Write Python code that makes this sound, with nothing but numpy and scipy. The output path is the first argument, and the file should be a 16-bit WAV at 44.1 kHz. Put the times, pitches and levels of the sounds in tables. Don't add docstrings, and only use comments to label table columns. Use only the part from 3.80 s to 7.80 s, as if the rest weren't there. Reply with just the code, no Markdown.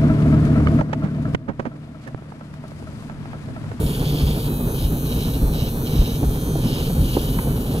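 import sys
import numpy as np
from scipy import signal
from scipy.fft import rfft, irfft, next_fast_len
from scipy.io import wavfile
from scipy.ndimage import uniform_filter1d, map_coordinates

SR = 44100
rng = np.random.default_rng(int(sys.argv[2]) if len(sys.argv) > 2 else 0)


def transcribe(signal):
    frames = np.atleast_2d(signal).T
    limited = np.clip(frames, -1, 1)
    pcm = np.round(limited * 32767).astype(np.int16)
    wavfile.write(sys.argv[1], SR, pcm)


N = 176400

# (time [s], stroke rate [Hz])
FREE_SPEED = [(0, 134.2), (.72, 133.4), (.92, 132.1), (1.08, 131.9), (1.22, 131.4), (1.6, 130.9),
              (1.72, 130.1), (1.92, 130.4), (2.05, 129.4), (2.39, 129.2), (2.52, 128.1), (2.8, 127.7),
              (3.1, 128.2), (3.2, 127.4), (3.55, 126), (3.65, 126.1), (4, 125.6)]
# (start [s], deepest [s], end [s], slowdown [Hz], rasp [dB], head ring over rasp [dB])
BITES = [(.06, .39, .68, 21, -41.5, -14), (.945, 1.02, 1.075, 12, -49, 6), (1.25, 1.41, 1.57, 16, -53, 12),
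         (1.73, 1.81, 1.9, 19, -52, 12), (2.05, 2.26, 2.37, 15, -52, 12), (2.51, 2.55, 2.6, 1, -55, -2),
         (2.81, 2.97, 3.08, 17, -47, 7), (3.21, 3.32, 3.56, 13, -47.5, 5), (3.76, 3.98, 4.1, 3, -51, 0)]
# (position [0-1], level [dB])
CLACKS = [(0, -9), (.33, -7.5), (0.529, -8), (.789, -4.5)]
# (time [s], level [dB])
BLADE_LEVEL = [(0, -38), (.3, -41), (.7, -41.5), (1.2, -40), (2.0, -41.5), (2.45, -40.5), (2.7, -39.5),
               (3.0, -37.5), (3.15, -38), (3.62, -38), (3.8, -42), (4.0, -41.5)]
# (frequency [Hz], level [dB])
BLADE_TONE = [(1100, -14), (1650, -3.5), (2050, -16), (2420, -3.5), (2700, -7), (3000, 1), (3350, -10),
              (3950, -0.5), (4500, -7), (4900, -12), (5300, -10), (5650, -12.5), (6250, -10), (7100, -8),
              (7900, -12), (8700, -7), (9500, -9), (10400, -6), (11200, -4.5), (12600, 2.5), (13400, -2),
              (14300, -5), (15000, -7.5), (15600, -15.5)]
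# (frequency [Hz], width [Hz], level [dB])
STEEL_NOTES = [(11900, 900, -16), (12900, 450, 8), (13000, 810, 3), (13900, 540, -9), (14700, 600, -11)]
# (time [s], relative level [dB])
STEEL_LEVEL = [(0, -59), (.3, -43), (.6, -45), (.7, -42), (.85, -42), (1.3, -43.5), (1.8, -42.5),
               (2.0, -42), (2.45, -45), (2.66, -45), (2.76, -59), (3.05, -55), (3.17, -55), (3.27, -47),
               (3.6, -45), (3.8, -46), (4, -50)]
# (frequency [Hz], width [Hz], gain [dB])
HOUSING_NOTES = [(6230, 140, -2), (8710, 190, -7), (10170, 93, -4.5)]
# (time [s], low note [dB], middle note [dB], high note [dB])
HOUSING_LEVEL = [(0, -69, -49, -46), (.3, -55, -67, -55), (.57, -62, -52, -47), (.8, -60, -44, -68),
                 (.9, -50, -46, -48), (1.08, -56, -56, -46), (1.25, -52, -47, -58), (1.5, -55, -49, -62),
                 (1.66, -56, -43, -64), (1.82, -54, -53, -62), (1.95, -51.5, -46, -64),
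                 (2.26, -48, -55, -51), (2.52, -54, -49, -55), (2.71, -46, -56, -48), (2.82, -54, -74, -52),
                 (3.15, -61, -58, -56), (3.35, -54, -63, -68), (3.55, -63, -61, -60), (3.63, -55, -53, -40),
                 (3.72, -60, -53, -60), (4.0, -71, -49, -48)]
# (frequency [Hz], level [dB])
HAIR_TONE = [(1500, -20), (2400, -7), (2850, -1), (3600, -2), (4050, -11), (4400, -1.5), (4900, -7),
             (5250, -8), (5800, -17), (6700, -12), (8000, -17.5), (16000, -30)]
# (time [s], level [dB])
THICK_HAIRS = [(0.061, -35), (1.318, -33), (1.422, -33), (1.727, -36), (1.736, -41), (2.067, -39)]
# (frequency [Hz], width [Hz], level [dB])
HEAD_NOTES = [(2854, 80, -3), (3054, 150, 2.5), (3860, 180, 2), (4020, 105, -2.5), (4560, 100, -12),
              (5064, 220, -1), (6300, 150, -10.5)]
# (frequency [Hz], level [dB])
HEAD_TONE = [(2000, 0), (2800, 2), (3100, 3), (3400, -5), (3800, 0), (6500, -4), (9000, -6)]
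# (time [s], delay [s])
SKIN_DELAY = [(0, .00056), (.8, .00062), (1.7, .00047), (2.7, .00063), (3.6, .00065), (4, .00078)]
# (frequency [Hz], left minus right [dB])
TRIMMER_BALANCE = [(1500, -3.5), (2900, -4), (3400, 0), (3950, -2), (5000, 0.5), (8500, 2.5), (10300, 4),
                   (12500, 5), (15000, -1)]
# (frequency [Hz], left ear's lead [radians])
TRIMMER_LEAD = [(1500, -2.9), (2800, -3.5), (3500, -6.3), (4100, -8), (5000, -8), (5700, -6.7),
                (8500, -6.3), (10500, -5), (12500, -4.3), (15500, -4.2)]
# (frequency [Hz], level [dB])
RUMBLE_TONE = [(12, -20), (20, -7.5), (50, 1.5), (70, -4.5), (86, -7.5), (109, -3.5), (152, 2.5),
               (191, -10), (247, -5), (294, -11), (378, -15.5), (417, -12), (548, -19.5), (592, -22.5),
               (628, -24), (909, -26), (983, -28), (1480, -32), (1600, -35), (1800, -36.5), (2100, -42),
               (2730, -34), (4620, -120)]
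# (time [s], relative level [dB])
RUMBLE_LEVEL = [(0.03, -21.5), (1.07, -22.5), (1.49, -22.5), (1.61, -22.5), (2.1, -22.5), (2.17, -19),
                (2.26, -22), (2.5, -23), (2.52, -23.5), (2.77, -22.5), (3.98, -22), (4.0, -24)]
# (time [s], level [dB], half length [s])
THUDS = [(0.047, -18, 0.021), (0.448, -12.5, 0.016), (1.044, -16, 0.026), (1.645, -13, 0.019),
         (1.724, -22, 0.03), (2.202, -9.5, 0.019), (2.484, -14.5, 0.014), (3.218, -12.5, 0.026),
         (3.615, -19.5, 0.023), (3.754, -21.5, 0.026)]
# (frequency [Hz], level [dB])
THUD_TONE = [(15, -35), (32, -0.5), (62, 7), (90, -9), (140, -10), (300, -24), (900, -100)]
# (time [s], level [dB])
KNOCKS = [(1.835, -17.5), (2.131, -17), (2.43, -12), (2.754, -17.5), (2.842, -22), (3.098, -13),
          (3.367, -8.5), (3.67, -12.5), (3.942, -18)]
# (frequency [Hz], level [dB])
KNOCK_TONE = [(40, -33), (130, 1), (250, 3.5), (400, -10.5), (750, -14.5), (1200, -31), (2200, -37),
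              (6000, -90)]
# (time [s], level [dB], fade time [s])
TAPS = [(3.587, -21.5, .045)]
# (frequency [Hz], level [dB])
TAP_TONE = [(200, -36.5), (700, -15), (1000, 1), (1400, -14), (1900, -11), (2600, -14), (8000, -66)]
# (frequency [Hz], left minus right [dB])
LOW_BALANCE = [(30, .2), (170, 0), (350, -.8), (700, -4.8), (1400, -8), (2500, -3)]
# (frequency [Hz], left ear's lead [radians])
LOW_LEAD = [(20, 0), (170, -.12), (330, -.26), (650, -.65), (950, -1.1), (1460, -2.8), (2500, -3.3)]
# (frequency [Hz], likeness [0-1])
LOW_ALIKE = [(30, 1), (150, 1), (350, 1), (700, 1), (1400, 0.72), (2500, 1)]
# (frequency [Hz], level [dB])
HISS_TONE = [(1000, -20), (2000, -8), (4000, 0), (8000, -4), (15000, -6)]

CLACK_FADE_S, ROOM_FADE_S = .005, .17
RETURN_DB = -8


def trimmer():
    contact, depth = bite_shapes()
    load = (contact * (.5 + depth)).sum(0)
    uneven_hz = .16 * wobble(24.82) + .9 * load * wobble(35)
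    slowdown_hz = np.transpose(BITES)[3] @ depth ** 1.4
    strokes = np.cumsum(curve(FREE_SPEED) - slowdown_hz + uneven_hz) / SR
    direct = blade(strokes, load) + steel(strokes, load) + housing(strokes, load)
    direct += rasp(strokes, contact, depth)
    near = left_leading(direct + skin_echo(direct), TRIMMER_LEAD)
    walls = amp(-3.5) * ringing(direct, ROOM_FADE_S, size=8192, channels=2)
    return panned(near + walls, TRIMMER_BALANCE)


def bite_shapes():
    t, edge_s = clock(), .0061
    contact = [np.clip(np.minimum(t - row[0], row[2] - t) / edge_s + .5, 0, 1) for row in BITES]
    depth = [np.interp(t, row[:3], [0, 1, 0]) for row in BITES]
    return np.array(contact), np.array(depth)


def hits(strokes, load, position):
    times = np.interp(np.arange(int(strokes[-1])) + position, strokes, clock())
    late, strength = rng.standard_normal((2, SR // 10))[:, :len(times)]
    scatter_s = 9e-6 + 2e-5 * np.interp(times, clock(), load)
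    return pulses(times + scatter_s * late, amp(1.5 * strength))


def blade(strokes, load):
    clacks = np.zeros((1, N))
    for position, db in CLACKS:
        clicks = amp(db) * hits(strokes, load, position)
        angle = np.pi * clock() / 2 + .5 * wobble(1.81)
        for blend in np.cos(angle), np.sin(angle):
            clacks += blend * ringing(clicks, CLACK_FADE_S, size=256)
    return coloured(clacks, BLADE_TONE) * amp(curve(BLADE_LEVEL))


def steel(strokes, load):
    clicks = hits(strokes, load, 0) + amp(RETURN_DB) * hits(strokes, load, .28)
    ring = resonant(ringing(clicks, fade_s=.0012, size=128), STEEL_NOTES)
    return ring * amp(curve(STEEL_LEVEL) + 2.5)


def housing(strokes, load):
    clacks = ringing(hits(strokes, load, 0), CLACK_FADE_S, size=256)
    times, *levels = np.transpose(HOUSING_LEVEL)
    sound = 0
    for (hz, width, db), level in zip(HOUSING_NOTES, levels):
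        ring = resonant(clacks, [(hz, width, 0)])
        purer = resonant(ring, [(hz, 2 * width, 0)])
        sound += steady(purer, size=4000) * amp(np.interp(clock(), times, level) + db)
    return sound


def rasp(strokes, contact, depth, snips_per_s=4500):
    chance = snips_per_s / SR * (1 + .7 * np.cos(2 * np.pi * 2 * strokes))
    sizes = (rng.random(N) < chance) * amp(2 * rng.standard_normal(N))
    flutter = amp(2.2 * wobble(70))
    snips = flutter * sizes * rng.standard_normal((1, N))
    load = depth.sum(0)
    clicks = hits(strokes, load, 0) + amp(RETURN_DB) * hits(strokes, load, .5)
    clacks = flutter * ringing(clicks, CLACK_FADE_S, size=256)
    head = resonant(unit(snips) + amp(-1) * unit(clacks), HEAD_NOTES)
    head = steady(coloured(head, HEAD_TONE), size=3000)
    rasp_db, ring_db = np.transpose(BITES)[4:, :, None]
    force = contact * amp(rasp_db + 5.5 * (depth - .5))
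    cutting = force.sum(0) * amp(1) * coloured(snips, HAIR_TONE)
    ring_gain = (force * amp(ring_db - 1)).sum(0)
    thick_snaps = sum(blow(start, db, fade_s=.035) for start, db in THICK_HAIRS)
    return cutting + (ring_gain + thick_snaps) * head


def skin_echo(x):
    delay_s = curve(SKIN_DELAY) + 1.5e-5 * wobble(4.14)
    return amp(-15) * map_coordinates(x[0], [(clock() - delay_s) * SR])


def rumble():
    bed = low_noise(RUMBLE_TONE) * amp(curve(RUMBLE_LEVEL) + 1.11 + 1.5 * wobble(35.06))
    swells = sum(amp(db) * np.exp(-.5 * ((clock() - peak) / half) ** 2) for peak, db, half in THUDS)
    return bed + swells * steady(low_noise(THUD_TONE), size=1800)


def knocks():
    dull = sum(blow(start, db, fade_s=.072) for start, db in KNOCKS)
    light = sum(blow(*tap) for tap in TAPS)
    return dull * steady(low_noise(KNOCK_TONE), size=500) + light * low_noise(TAP_TONE)


def low_noise(tone):
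    def shares(hz):
        angle = np.arccos(np.clip(along(LOW_ALIKE, hz), 0, 1)) / 2
        return np.array([np.cos(angle), np.sin(angle)])
    shared, opposite = filtered(rng.standard_normal((2, N)), shares)
    ears = left_leading(np.array([shared + opposite, shared - opposite]), LOW_LEAD)
    return coloured(panned(ears, LOW_BALANCE), tone)


def hiss():
    return amp(-53) * coloured(rng.standard_normal((2, N)), HISS_TONE)


def amp(db):
    return 10 ** (np.asarray(db) / 20)


def unit(x):
    return x / np.sqrt(np.mean(x ** 2) + 1e-20)


def clock():
    return np.arange(N) / SR


def curve(rows):
    return np.interp(clock(), *np.transpose(rows))


def along(points, hz):
    frequencies, values = np.transpose(points)
    return np.interp(np.log(hz + 1), np.log(frequencies + 1), values)


def wobble(rate):
    return map_coordinates(rng.standard_normal(int(N * rate / SR) + 4), [clock() * rate])


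def blow(start, db, fade_s, rise_s=.00099):
    age = np.maximum(clock() - start, 0)
    return amp(db - 60 * age / fade_s) * (1 - np.exp(-age / rise_s))


def pulses(times, sizes):
    at = times[:, None] * SR
    nearby = np.floor(at).astype(int) + np.arange(-7, 9)
    clicks = np.sinc(nearby - at) * np.sinc((nearby - at) / 8) * sizes[:, None]
    return np.bincount(np.clip(nearby, 0, N).ravel(), clicks.ravel(), N + 1)[:N]


def ringing(x, fade_s, size, channels=1):
    fades = np.arange(size) / SR / fade_s
    spectrum = rfft(rng.standard_normal((channels, size)) * amp(-60 * fades))
    tail = irfft(spectrum / np.abs(spectrum)) * amp(-30 * fades)
    tail /= np.linalg.norm(tail, axis=1, keepdims=True)
    return signal.fftconvolve(np.atleast_2d(x), tail, axes=1)[:, :N]


def filtered(x, response):
    size = next_fast_len(N + SR // 2)
    return irfft(rfft(x, size) * response(np.fft.rfftfreq(size, 1 / SR)), size)[..., :N]


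def coloured(x, tone):
    return unit(filtered(x, lambda hz: amp(along(tone, hz))))


def resonant(x, notes):
    def response(hz):
        return sum(amp(db) * 1j * hz * width / (centre ** 2 - hz ** 2 + 1j * hz * width)
                   for centre, width, db in notes)
    return unit(filtered(x, response))


def steady(x, size):
    power = uniform_filter1d(np.mean(x ** 2, axis=0), size)
    return x / np.sqrt(np.abs(power) + .01)


def panned(x, balance):
    def gains(hz):
        ears = amp(np.outer([.5, -.5], along(balance, hz)))
        return ears / np.sqrt(np.mean(ears ** 2, axis=0))
    return filtered(x, gains)


def left_leading(x, lead):
    return filtered(x, lambda hz: np.exp(.5j * np.outer([1, -1], along(lead, hz))))


def scene():
    return trimmer() + rumble() + knocks() + hiss()


def record(dry):
    return filtered(dry, lambda hz: hz < 15750)


dry = scene()
out = record(dry)
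transcribe(out)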